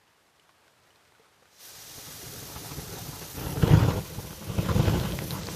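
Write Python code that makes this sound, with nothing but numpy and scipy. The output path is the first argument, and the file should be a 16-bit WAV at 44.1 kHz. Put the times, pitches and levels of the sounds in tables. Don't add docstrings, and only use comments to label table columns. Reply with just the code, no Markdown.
import sys
import numpy as np
from scipy import signal
from scipy.fft import rfft, irfft
from scipy.io import wavfile
from scipy.ndimage import uniform_filter1d

SR = 44100
rng = np.random.default_rng(int(sys.argv[2]) if len(sys.argv) > 2 else 0)


def gain_from_db(level_db):
    decades = np.asarray(level_db, float) / 20
    return 10 ** decades


def output_pcm(signal):
    pcm = np.clip(np.atleast_2d(signal).T, -1, 1) * 32767
    wavfile.write(sys.argv[1], SR, np.round(pcm).astype(np.int16))


N = 244755

# time in seconds, low roar level in dB.
BLAZE = [(1.62, -67.5), (1.95, -57.5), (2.26, -47.5), (2.63, -47), (2.96, -42.5), (3.31, -49), (3.43, -34),
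         (3.58, -34), (3.67, -23), (3.85, -22.5), (3.97, -33.5), (4.01, -41.5), (4.38, -46), (4.59, -33.5),
         (4.78, -25.5), (4.97, -25.5), (5.2, -37), (5.55, -38)]


def evened(x):
    return x / np.sqrt(np.mean(x ** 2) + 1e-20)


def add(mix, start_s, sound):
    part = mix[round(start_s * SR):][:len(sound)]
    part += sound[:len(part)]


def curves(rows, quiet_db):
    row_s, level_db, *rest = np.transpose(rows)
    t = np.arange(N) / SR
    level = np.interp(t, row_s, level_db, left=quiet_db)
    return [level] + [np.interp(t, row_s, column) for column in rest]


def drift(low_hz, high_hz):
    hz = np.fft.rfftfreq(N, 1 / SR)
    shape = hz / (hz + low_hz) / (1 + (hz / high_hz) ** 2)
    return evened(irfft(rfft(rng.standard_normal(N)) * shape, N))


def coloured(x, points, lo_hz, hi_hz):
    hz = np.fft.rfftfreq(N, 1 / SR)
    point_hz, point_db = np.transpose(points)
    z = rfft(x) * gain_from_db(np.interp(np.log(hz + 1), np.log(point_hz), point_db))
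    band = irfft(z * (hz > lo_hz) * (hz < hi_hz), N)
    return irfft(z, N) / np.std(band)


def patchy(depth_db):
    real, imag, patches = rng.standard_normal((N // 128 + 5, 257, 3)).T
    patches = uniform_filter1d(patches, size=6, axis=0)
    patches = evened(uniform_filter1d(patches, size=16, axis=1))
    z = (real + 1j * imag) * gain_from_db(depth_db * patches)
    return signal.istft(z, nperseg=512, noverlap=384)[1][:N]


def echoed(x, paths, stretch, dull_hz):
    n = np.arange(N)
    dull = signal.lfilter(*signal.butter(1, min(dull_hz, 20000), fs=SR), x)
    return x + sum(share * np.interp(n - delay_s * stretch * SR, n, dull) for delay_s, share in paths)


def all_puffs():
    # start in seconds, peak in dB, thump in Hz, tearing in dB over the peak.
    strong = [(1.975, -36.5, 258, -13), (2.08, -31.5, 158, -7), (2.42, -25, 121, -19),
              (2.557, -25, 89, -4.5), (2.705, -28.5, 155, -3.5), (2.781, -21.5, 160, -14.5),
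              (2.925, -25.5, 86, -7), (3.084, -25, 157, -27), (3.218, -28, 162, -2.5),
              (3.374, -24.5, 93, -6), (3.63, -5, 112, -14.5), (3.703, -5.5, 115, -14.5),
              (3.731, -5.5, 140, -26), (3.769, -5, 130, -35), (3.833, -12, 113, -30),
              (3.878, -12, 151, -30), (3.977, -15.5, 133, -10.5), (4.179, -19, 96, -23),
              (4.239, -22, 165, -25), (4.495, -18, 103, -14), (4.581, -12.5, 103, -14.5),
              (4.689, -16.5, 83, -7.5), (4.751, -9.5, 100, -22), (4.79, -7, 120, -17),
              (4.873, -4.5, 109, -19.5), (5.036, -16, 157, -18), (5.13, -21, 73, -12),
              (5.245, -28, 138, -20), (5.348, -29, 102, -3), (5.385, -17, 164, -15)]
    licks_per_s = 16
    slot_s = np.arange(BLAZE[0][0], 5.5, 1 / licks_per_s)
    when, size, pitch, tear = rng.random((len(slot_s), 4)).T
    start_s = slot_s + when / licks_per_s
    peak_db = np.interp(start_s, *np.transpose(BLAZE)) + 8 + 3.5 * (2 * size - 1)
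    thump_hz = 133.3 * 2 ** (pitch - .5)
    tear_db = -9.5 + 6.3 * (2 * tear - 1)
    return strong + list(zip(start_s, peak_db, thump_hz, tear_db))


def flame():
    # frequency in Hz, level in dB.
    low_spectrum = [(20, -65), (45, -9.5), (100, 0), (200, -3), (350, -14.5), (600, -20), (1200, -31),
                    (3000, -77)]
    mid_spectrum = [(150, -4.5), (300, -3.5), (500, -3), (900, -6), (1450, -8.5), (1800, -16), (3000, -16),
                    (8000, -33)]
    rush_spectrum = [(900, -14), (1800, 1), (3000, 6.5), (5000, -1.5), (7500, -3), (15000, -48)]
    # delay in seconds, share (0-1).
    ground = [
        (0.001977, 0.45),
        (0.00012, 0.022),
        (0.00613, 0.3),
    ]
    # time in seconds, delay factor.
    approach = [(1.7, 1.14), (3.3, 1.12), (3.7, 1.033), (4.4, 0.924), (5.55, 0.97)]

    low_db, = curves(BLAZE, -83.5)
    over_db = low_db + 35
    mid_db = -47 + 0.72 * over_db
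    rush_db = -50.5 + 0.27 * over_db
    low_power, mid_power, thumps = gain_from_db(2 * low_db), gain_from_db(2 * mid_db), np.zeros(N)

    rise_s = 0.006
    t = np.arange(0, 8 * rise_s, 1 / SR)
    shape = t / rise_s * np.exp(1 - t / rise_s)
    for start_s, peak_db, thump_hz, tear_db in all_puffs():
        add(low_power, start_s, (gain_from_db(peak_db - 13.5) * shape) ** 2)
        add(mid_power, start_s, (gain_from_db(peak_db + tear_db - 12.0) * shape) ** 2)
        push = shape ** 1.18 * np.sin(2 * np.pi * thump_hz * t)
        add(thumps, start_s, gain_from_db(peak_db - 11.0) * push)
    mid_power = uniform_filter1d(mid_power, size=1000)

    flutter = drift(14, 43)
    low_gain = evened(gain_from_db(1.3 * flutter))
    mid_gain = evened(gain_from_db(1.6 * flutter + 0.65 * drift(40, 160)))
    rush_gain = evened(gain_from_db(.8 * flutter + .8 * drift(40, 200)))
    low = coloured(patchy(0.7) * low_gain, low_spectrum, 50, 500)
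    mid = coloured(patchy(3.3) * mid_gain, mid_spectrum, 690, 2700)
    rush = coloured(patchy(1.8) * rush_gain, rush_spectrum, 2200, 4500)

    path = np.interp(np.arange(N) / SR, *np.transpose(approach))
    rush_db = rush_db - .5 * np.maximum(-27 - low_db, 0) + 47 * (1 - path)
    blaze = np.sqrt(low_power) * low + np.sqrt(mid_power) * mid + gain_from_db(rush_db) * rush + thumps
    return echoed(blaze, ground, path, 670)


def shaded(x):
    # time in seconds, frequency in Hz, depth (0-1), length in seconds.
    shade = [
        (3.43, 9100, .65, .04),
        (4.42, 9000, .35, .05),
        (4.9, 9300, .05, .15),
        (5.3, 7900, .3, .06),
        (5.43, 9400, .45, .07),
    ]
    width_hz = 1100
    t, pole = np.arange(N) / SR, np.exp(-np.pi * width_hz / SR)
    for centre_s, hz, depth, length_s in shade:
        turn = np.exp(2j * np.pi * hz * t)
        band = 2 * (turn * signal.lfilter([1 - pole], [1, -pole], x / turn)).real
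        x = x - min(depth, 1) * np.exp(-((t - centre_s) / length_s) ** 2) * band
    return x


def spray():
    # time in seconds, jet in dB, top hiss in dB over the jet.
    valve = [(1.38, -88, -4), (1.59, -59, -8), (1.61, -53.5, -3), (1.65, -51.5, -1), (1.75, -51, -4.5),
             (2.05, -48.5, -2), (2.27, -48.5, -1), (3.17, -48.5, -1.5), (3.5, -50, 4), (3.56, -50, 1),
             (3.86, -52.5, 1), (4.02, -51, 0), (4.5, -53.5, .5), (4.72, -52, 1.5), (5.22, -50, 1.5),
             (5.34, -48.5, 4.5), (5.42, -48.5, -8), (5.55, -46.5, -3.5)]
    # frequency in Hz, level in dB.
    body_spectrum = [(200, -25), (500, -2), (1000, -5.5), (1950, -3.5), (2600, -5.5), (4000, -0.5),
                     (5300, 0), (6000, 2), (7000, -2), (8500, -6), (11000, -19)]
    top_spectrum = [(6500, -16), (8500, -5), (10200, 2), (11500, 0), (13000, 3.5), (15000, 2.5)]
    # delay in seconds, share (signed).
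    hand = [(.00172, 0.013), (.00238, -0.072), (.00246, .19), (.0028, 0.07)]

    jet_db, aim_db = curves(valve, -100)
    body = coloured(patchy(0.4), body_spectrum, 4260, 7180)
    top = coloured(patchy(1.2), top_spectrum, 10000, 14000)
    jet = shaded(gain_from_db(jet_db) * (body + gain_from_db(aim_db) * top))
    sway = 1 + 0.0076 * drift(.1, 0.31)
    return echoed(gain_from_db(0.94 * drift(3.3, 41)) * jet, hand, sway, 20000)


def fibre_bursts(rows, rasp):
    out = np.zeros(N)
    t = np.arange(3000) / SR
    splinters = rng.standard_normal((len(rows), len(t)))
    for (start_s, peak_db, hz, t60_s, pull_share), noise in zip(rows, splinters):
        bandpass = signal.butter(1, [hz / 1.6, hz * 1.7], "bandpass", fs=SR)
        spread = evened(signal.lfilter(*bandpass, noise))
        ring = (np.sin(2 * np.pi * hz * t) + rasp * spread) * gain_from_db(-60 * t / max(t60_s, .001))
        pull = np.sin(2 * np.pi * np.minimum(hz * t, .5)) ** 2
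        add(out, start_s, -gain_from_db(peak_db) * (ring + pull_share * pull))
    return out


def snaps():
    # start in seconds, peak in dB, ring in Hz, t60 in seconds, share of the one-sided pull.
    rows = [(4.8584, -26, 2500, 0.0043, .3), (4.9993, -20, 3650, 0.0016, .4),
            (5.1221, -23.5, 3320, 0.0041, .1), (5.1896, -18.5, 2080, 0.0044, 0.81),
            (5.2020, -32, 3500, 0.0031, 0.27), (5.3077, -21, 4030, 0.0075, 0.54),
            (5.3149, -26, 3880, 0.006, .1), (5.4339, -27, 4250, 0.0034, 0.22),
            (5.4700, -21.5, 4600, 0.0036, 0.24), (5.4873, -32.5, 1110, 0.0027, 3.5)]
    return fibre_bursts(rows, 0.17)


def ticks():
    # start in seconds, peak in dB, ring in Hz, t60 in seconds, share of the one-sided pull.
    rows = [(.079, -60, 3000, 0.012, .5), (.269, -63, 4000, .02, .2), (.397, -54, 2980, .025, .3),
            (.493, -52, 1120, .03, .4), (.68, -53, 1500, 0.022, 0.26), (.905, -59.5, 2950, .06, .1),
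            (.959, -52, 4200, 0.0072, .6), (1.052, -53, 2200, .01, .5), (1.122, -54, 402, 0.03, 0.46),
            (1.15, -57, 1470, 0.059, .1), (1.197, -52.5, 452, 0.072, .2), (1.423, -54.5, 486, 0.06, .1),
            (1.456, -52, 1500, 0.022, .4)]
    return fibre_bursts(rows, 0.55)


def calm():
    # time in seconds, level in dB.
    level = [(0.0, -66.5), (0.288, -66.5), (1.044, -64), (1.4, -65)]
    # frequency in Hz, level in dB.
    air_spectrum = [(20, -22), (45, -14), (80, 2.5), (230, -3.5), (550, -1), (1160, -1), (2700, -7),
                    (4600, -10), (14500, -20.5)]
    level_db, = curves(level, -66)
    grain_size = gain_from_db(3.5 * np.minimum(rng.exponential(1, N), 4))
    struck = rng.random(N) < 400 / SR
    grains = grain_size * struck * rng.choice([-1, 1], N)
    drive = evened(patchy(0.61)) + 0.29 * evened(grains)
    return gain_from_db(level_db - 0.5 + 0.57 * drift(2.4, 30)) * coloured(drive, air_spectrum, 640, 3500)


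def scene():
    return (flame() + spray() + snaps() + ticks() + calm())[None]


def thinned(x):
    from_hz, to_hz, margin_db, slope = 7300, 14000, -4.3, 0.13
    hz, _, z = signal.stft(x, SR, "cosine", nperseg=2048, noverlap=1024)
    power = abs(z) ** 2 + 1e-20
    band = np.repeat(power[:1024].reshape(128, 8, -1).mean(1), 8, axis=0)
    band = uniform_filter1d(np.vstack([band, band[-1:]]), size=2, axis=1)
    around = uniform_filter1d(band, size=141, axis=0)
    loud_db = 10 * np.log10(power.sum(0)) + 45
    spared_db = 1.2 * np.clip((hz - from_hz) / (to_hz - from_hz), 0, 2)[:, None] ** 2
    limit_db = margin_db + slope * np.clip(loud_db, 0, 25) - spared_db
    weak = band < around * gain_from_db(2 * limit_db)
    gain = np.where(weak & (hz > from_hz)[:, None], .06, 1.)
    return signal.istft(z * gain, SR, "cosine", nperseg=2048, noverlap=1024)[1][:N]


def roll_off(x):
    return signal.sosfilt(signal.butter(12, 14790, fs=SR, output="sos"), x)


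def record(dry):
    bass_cut = signal.butter(3, 36, "highpass", fs=SR, output="sos")
    thin = thinned(signal.sosfilt(bass_cut, dry[0]))
    band_limit = signal.firwin(2401, 14540, window=("kaiser", 9), fs=SR)
    mix = signal.oaconvolve(thin, band_limit, "same")[None]
    return roll_off(mix)


dry = scene()
out = record(dry)
output_pcm(out)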